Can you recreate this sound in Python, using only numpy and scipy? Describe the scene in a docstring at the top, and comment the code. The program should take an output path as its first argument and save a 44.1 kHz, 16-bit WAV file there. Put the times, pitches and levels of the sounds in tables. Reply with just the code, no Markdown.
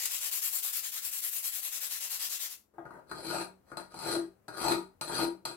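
"""Quick to-and-fro sanding on a hand-held steel tube, then a file knocking, rasping and humming on it.
Grit on the sanding block strikes the tube in countless small impacts, while the hand damps its modes.
Then the tube lies on a vice: the file's teeth and blows force the steel, the vice and the bench into
vibration. The file's own low bending note hums late in a push and rings briefly after the opening and
closing knocks. A small workshop reverberates."""
import sys
import numpy as np
from scipy import signal
from scipy.fft import rfft, irfft, next_fast_len
from scipy.io import wavfile
from scipy.ndimage import uniform_filter1d

SR = 44100
rng = np.random.default_rng(int(sys.argv[2]) if len(sys.argv) > 2 else 0)


def put_to_file(sound):
    """Save the sound as 16-bit audio at rate SR, in the file named by the first command-line argument."""
    columns = np.atleast_2d(sound).T  # one column per channel
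    safe = np.clip(columns, -1, 1)
    whole_steps = np.round(safe * 32767)
    wavfile.write(sys.argv[1], SR, whole_steps.astype(np.int16))


N = 245195
TIME_S = np.arange(N) / SR
FFT_SIZE = next_fast_len(N + SR)
HZ = np.fft.rfftfreq(FFT_SIZE, 1 / SR)

# The file lands, knocks or snags: start_s, bench_db, steel_above_bench_db, thud_hz
FILE_KNOCKS = [(2.738, -61.5, -23, 484), (2.782, -42, -35, 700), (2.853, -43.5, -19.5, 1440),
               (2.906, -47, -17, 1220), (3.113, -37, -6.5, 1320), (3.716, -42.5, -13, 1330),
               (3.77, -38.5, 4, 1250), (3.941, -45.5, -3.5, 760), (4.054, -43.5, -15, 1450),
               (4.151, -38, 6.5, 1330), (4.481, -40, -1, 1440), (4.717, -34.5, 6, 1215),
               (5.011, -36, 9.5, 1000), (5.095, -36.5, -12, 785), (5.187, -36, -11, 1600),
               (5.452, -34.5, 8.5, 1020)]


def gain_of(db):
    """Amplitude ratio of a level in decibels."""
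    return 10 ** (np.asarray(db) / 20)


def unit_rms(x):
    """Normalisation to a mean power of 1."""
    return x / np.sqrt(np.mean(abs(x) ** 2) + 1e-20)


def curve_at(points, hz):
    """Interpolation along a logarithmic frequency axis."""
    point_hz, value = np.transpose(points)
    return np.interp(np.log(hz + 1), np.log(point_hz + 1), value)


def wander(cutoff_hz):
    """Low-passed noise: a slow random fluctuation of rms 1."""
    return unit_rms(signal.lfilter(*signal.butter(2, cutoff_hz / SR * 2), rng.standard_normal(N)))


def modal_response(modes, floor):
    """Resonance: modal peaks add in power over a broad floor, in a normalised minimum-phase response."""
    hz = abs(np.fft.fftfreq(16384, 1 / SR))
    power = gain_of(2 * curve_at(floor, hz))
    for centre_hz, width_hz, db in modes:
        power = power + gain_of(2 * db) / (1 + (2 * (hz - centre_hz) / width_hz) ** 2) ** 2
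    log_spectrum = np.conj(signal.hilbert(np.log(power + 1e-12) / 2))
    ring = np.fft.ifft(np.exp(log_spectrum)).real
    return unit_rms(rfft(ring[:8192], FFT_SIZE))


def stereo_spectra(pair, correlation):
    """Partial coherence: two independent signals mix into correlated left and right spectra."""
    left, other = rfft(pair, FFT_SIZE)
    shared = np.clip(curve_at(correlation, HZ), 0, 1)
    return np.array([left, shared * left + np.sqrt(1 - shared ** 2) * other])


def micro_impacts(per_s, spread_db):
    """Shot noise: two independent streams of random clicks, a few much larger than the rest."""
    size = gain_of(spread_db * np.minimum(rng.exponential(1, (2, N)), 5))
    return unit_rms(size * rng.standard_normal((2, N)) * (rng.random((2, N)) < per_s / SR))


def moving_contact(x, depth_db, frames, bins):
    """Excitation depends on position: as the contact moves, patches of the spectrum swell and sink."""
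    hz, _, spectra = signal.stft(x, SR, nperseg=512, noverlap=384)
    patches = rng.standard_normal(spectra.shape[1:])
    for _ in range(2):
        patches = uniform_filter1d(uniform_filter1d(patches, frames, axis=1), bins, axis=0)
    patches = unit_rms(patches) * np.minimum(hz / 600, 1)[:, None]  # the bass stays even
    coloured = signal.istft(spectra * gain_of(depth_db * patches), nperseg=512, noverlap=384)[1]
    return unit_rms(coloured[:, :N])


def force_pulses(times_s, levels_db, decay_s, rise_s=0.00058):
    """Impulsive excitation: envelopes of force that rise steeply and decay exponentially."""
    spikes, t = np.zeros(N), TIME_S[:600]
    spikes[np.round(np.asarray(times_s) * SR).astype(int)] = gain_of(levels_db)
    return signal.oaconvolve(spikes, np.exp(-t / decay_s) * (1 - np.exp(-t / rise_s)))[:N]


def sanding():
    """Friction noise grows with sliding speed: the grit scratches mid-stroke and fades at each turn."""
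    # Strokes of the block: turn_s, level_db
    strokes = [(-0.02, -34.5), (0.094, -35.5), (0.203, -34.5), (0.308, -34), (0.414, -32), (0.507, -34.5),
               (0.619, -34.5), (0.721, -35.5), (0.815, -38.5), (0.914, -37.5), (1.014, -36), (1.109, -36.5),
               (1.214, -35.5), (1.31, -36.5), (1.422, -36), (1.516, -35.5), (1.614, -37), (1.708, -36.5),
               (1.801, -36.5), (1.893, -36.5), (1.998, -37), (2.092, -36.0), (2.187, -35.5), (2.292, -36),
               (2.388, -36.5), (2.489, -45)]
    # The paper catches on the tube: start_s, level_db
    catches = [(0.0551, -25)]
    # Spectrum of the scratching: frequency_hz, density_db
    grit_spectrum = [(150, -66.5), (250, -33.5), (555, -21), (616, -22), (1420, -14), (2650, -8),
                     (5210, -4.5), (7490, -5), (8910, -9), (12000, -5), (15800, -10)]
    # Brightness of the grit: time_s, treble_tilt_db
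    brightness = [(0.1, 1.5), (0.55, 8), (0.85, 2.5), (1.35, 8), (1.75, 3.5), (2.4, 1.5)]
    # Likeness of left and right: frequency_hz, correlation
    coherence = [(300, 0.2), (1200, 0.23), (5000, 0.33), (8000, 0.15)]
    # Tube mode damped by the hand: pitch_hz, width_hz, level_db
    damped_mode = [(7570, 430, -4)]
    # The one mode that still rings: pitch_hz, width_hz, level_db
    ringing_mode = [(2695, 23, 8.5)]
    # That ring grows as the grip loosens: time_s, level_re_grit_db
    grip = [(0, -28), (1.7, -22), (2.2, -20.5)]
    end_s, speed_floor, treble_hz = 2.565, 0.13, 7500
    turn_s, level_db = np.transpose(strokes)
    t, edges = TIME_S, np.append(turn_s, end_s)
    stroke = np.clip(np.searchsorted(edges, t) - 1, 0, len(turn_s) - 1)
    progress = np.clip((t - edges[stroke]) / np.diff(edges)[stroke], 0, 1)
    swing = abs(np.sin(np.pi * progress ** 0.85)) ** 0.77  # fastest a little before the middle
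    speed = speed_floor * (t < end_s) + swing
    drive = uniform_filter1d(speed * gain_of(level_db[stroke] + 0.91 * wander(33)), 200)
    drive += force_pulses(*np.transpose(catches), decay_s=0.0062)
    impacts = micro_impacts(per_s=20000, spread_db=1.7)
    grit = drive * moving_contact(impacts, depth_db=1.8, frames=10, bins=5)
    tilt = gain_of(np.interp(t, *np.transpose(brightness)) / 2)
    treble = signal.sosfilt(signal.butter(2, treble_hz, "high", fs=SR, output="sos"), grit)
    tilted = treble * tilt + (grit - treble) / tilt
    scratch = stereo_spectra(tilted, coherence) * modal_response(damped_mode, grit_spectrum)
    ring_drive = grit * gain_of(np.interp(t, *np.transpose(grip)))
    ring = stereo_spectra(ring_drive, coherence) * modal_response(ringing_mode, [(20, -60), (20000, -60)])
    return irfft(scratch + ring, FFT_SIZE)[:, :N]


def reverberation(x):
    """Reflections of random sign decay exponentially, each frequency band at its own rate."""
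    # Reverberation time of the workshop: frequency_hz, t60_s
    decay_times = [(300, 0.32), (4000, 0.23), (12000, 0.23)]
    echoes = np.zeros((2, SR // 2))
    slots = np.arange(200, SR // 2 - 20, 20)
    arrivals = slots + rng.integers(0, 20, (2, len(slots)))
    np.put_along_axis(echoes, arrivals, rng.choice([-1., 1.], arrivals.shape), 1)
    hz, t, spectra = signal.stft(echoes, SR, nperseg=256)
    decay = gain_of(-60 * t / curve_at(decay_times, hz)[:, None])
    tail = signal.istft(spectra * decay, SR, nperseg=256)[1]
    return signal.fftconvolve(x, tail / np.linalg.norm(tail[0]), axes=1)[:, :N]


def room_tone():
    """Ambient noise: a low wash, coherent between left and right in the bass, and a faint hum."""
    # Spectrum of the quiet room: frequency_hz, density_db
    spectrum = [(25, -6), (60, 3), (110, 1.5), (160, -6.5), (280, -1.5), (1270, -14.5), (3640, -30),
                (15800, -27.5)]
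    wash_db, rise_db, hum_hz, hum_db = -75.5, 6.1, 207, -82
    noise = stereo_spectra(rng.standard_normal((2, N)), [(100, 0.9), (300, 0.23), (700, 0.1)])
    wash = unit_rms(irfft(noise * gain_of(curve_at(spectrum, HZ)), FFT_SIZE)[:, :N])
    hum = np.sin(2 * np.pi * hum_hz * TIME_S + 0.53 * wander(5))
    on_vice = TIME_S > FILE_KNOCKS[0][0]  # the wash is louder from the first knock on
    return gain_of(wash_db + rise_db * on_vice) * wash + gain_of(hum_db) * hum


def filing():
    """Forced vibration: uneven tooth bites and single blows drive the modes of steel, vice and bench."""
    # Pushes and light drags: start_s, top_s, lift_s, steel_db, bench_above_steel_db, swell_db
    pushes = [(2.924, 2.962, 2.995, -78, 23.5, 6), (3.07, 3.12, 3.11, -57.5, 5.5, 24),
              (3.148, 3.381, 3.424, -40, 0.5, 21), (3.648, 3.708, 3.712, -67, 7, 20),
              (3.914, 4.149, 4.135, -38, 0, 26.5), (4.537, 4.702, 4.73, -33.5, 0.5, 24.5),
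              (5.077, 5.202, 5.25, -37, -1.5, 14.5)]
    # Modes of file and tube: pitch_hz, width_hz, level_db
    steel_modes = [(2493, 400, -2.5), (3260, 130, -2.5), (4020, 170, -2), (4137, 82, 13), (4245, 440, 5),
                   (4700, 49, 3), (4817, 85, 7.5), (5920, 650, -6), (7860, 90, -12), (8210, 89, 5.5),
                   (9670, 76, 9), (9700, 410, -2.5), (12620, 45, -14)]
    # Response between those modes: frequency_hz, density_db
    steel_floor = [(1200, -79), (2000, -11.5), (3500, -10.5), (4400, -4.5), (6700, -21), (8000, -1),
                   (9000, -20), (10000, -15), (13000, -13), (13700, -34), (15800, -32)]
    # Modes of vice and bench: pitch_hz, width_hz, level_db
    bench_modes = [(144, 39, -0.5), (185.2, 5.3, -1.5), (344.8, 13, 3.5), (386, 8.1, 2.5), (458, 84, -8.5),
                   (647, 136, -4), (775, 75, -3.5), (872, 75, -2.5), (943.3, 25, 2), (1237, 118, -5),
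                   (1430, 100, -4), (1617, 39, -8.5), (1905, 23, -9.5)]
    # Response between those modes: frequency_hz, density_db
    bench_floor = [(25, -49), (50, -10), (100, -27.5), (300, -2.5), (900, -12.5), (1500, -13),
                   (2500, -31.5), (5000, -45.5)]
    # Likeness of left and right: frequency_hz, correlation
    coherence = [(300, 1), (700, 0.28), (1500, 0.41), (5000, 0.33), (12000, 1)]
    bite_s, ease_db_per_s, steel_lift_db_per_s, bench_lift_db_per_s = 0.022, 69, 554, 342
    chatter_steel_db, chatter_bench_db, settle_db_per_s = -14, -6, 233
    t = TIME_S
    steel, bench = np.zeros((2, N))
    for start_s, top_s, lift_s, steel_db, bench_above_db, swell_db in pushes:
        bite = np.clip((t - start_s) / bite_s + 1, 0, 1) ** 2
        to_go = np.clip((top_s - t) / (top_s - start_s), 0, 1)
        swell = gain_of(steel_db - swell_db * to_go ** 1.94)  # the level climbs fastest early on
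        push = bite * swell * gain_of(-ease_db_per_s * np.maximum(t - top_s, 0))
        lifted_s = np.maximum(t - lift_s, 0)
        steel += push * gain_of(-steel_lift_db_per_s * lifted_s)
        bench += push * gain_of(bench_above_db - bench_lift_db_per_s * lifted_s)
    for at_s, db, above_db, _ in FILE_KNOCKS:  # after each knock the file chatters and settles
        chatter = (t > at_s) * gain_of(db - settle_db_per_s * abs(t - at_s))
        steel += chatter * gain_of(above_db + chatter_steel_db)
        bench += chatter * gain_of(chatter_bench_db)
    teeth = moving_contact(micro_impacts(per_s=9000, spread_db=1.8), depth_db=2.86, frames=14, bins=3)
    teeth *= gain_of(1.87 * wander(95))
    knock_s, knock_db, steel_above_db, thud_hz = np.transpose(FILE_KNOCKS)
    blow = rng.standard_normal((2, N))
    steel = steel * teeth + blow * force_pulses(knock_s, knock_db + steel_above_db, decay_s=0.0037)
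    bench = bench * teeth
    for at_s, db, hz in zip(knock_s, knock_db, thud_hz):  # each blow favours the modes near its pitch
        span = slice(round(at_s * SR), round(at_s * SR) + 3000)
        thud = (blow * force_pulses([at_s], [db], decay_s=0.0093))[:, span]
        bench[:, span] += 0.31 * thud + 2.73 * signal.lfilter(*signal.iirpeak(hz, Q=4.5, fs=SR), thud)
    ring = stereo_spectra(steel, coherence) * modal_response(steel_modes, steel_floor)
    shake = stereo_spectra(bench, coherence) * modal_response(bench_modes, bench_floor)
    return irfft(ring + shake, FFT_SIZE)[:, :N]


def file_singing():
    """Bending resonance: a low note hums late in a push and rings after the opening and closing knocks."""
    # Swells of the bending note: top_s, level_db, fade_s
    swells = [(2.802, -49.5, 0.028), (3.279, -42.5, 0.035), (3.4, -38, 0.022), (4.09, -41.5, 0.05),
              (4.174, -32, 0.053), (4.655, -42.5, 0.013), (4.731, -32, 0.049), (5.225, -36, 0.014),
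              (5.262, -31.5, .045), (5.49, -53, 0.064)]
    bending_hz, rise_share = 336, 0.48
    power = np.zeros(N)
    for top_s, level_db, fade_s in swells:
        width_s = np.where(TIME_S < top_s, rise_share * fade_s, fade_s)
        power += gain_of(2 * level_db) * np.exp(-((TIME_S - top_s) / width_s) ** 2)
    note = np.sin(2 * np.pi * bending_hz * TIME_S + 0.43 * wander(12))
    return np.sqrt(2 * power) * note * gain_of(2.3 * wander(29))


def scene():
    """Superposition: sanding and filing with their reverberation, the file's note and the room tone."""
    sanded, filed = sanding(), filing()
    reflected = gain_of(-6) * reverberation(sanded) + gain_of(-3) * reverberation(filed)
    return sanded + filed + reflected + file_singing() + room_tone()


def record(dry):
    """Level and time differences: of two band-limited microphone ports, the left is louder and earlier."""
    # Excess of the left port over the right: frequency_hz, level_db
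    left_excess = [(60, 7.5), (180, 1), (550, 8.5), (1650, 5), (4970, 3), (15000, 9.5)]
    right_delay_s, low_cut_hz, high_cut_hz = 9e-5, 38, 15900
    left_gain = gain_of(curve_at(left_excess, HZ) / 2)
    ports = np.array([left_gain, np.exp(-2j * np.pi * HZ * right_delay_s) / left_gain])
    high_pass = 1 / (1 + (low_cut_hz / (HZ + 1)) ** 4)
    heard = irfft(ports * high_pass * rfft(dry, FFT_SIZE), FFT_SIZE)[:, :N]
    low_pass = signal.firwin(511, high_cut_hz, window=("kaiser", 9), fs=SR)
    return signal.oaconvolve(heard, low_pass[None], "same")


dry = scene()
out = record(dry)
put_to_file(out)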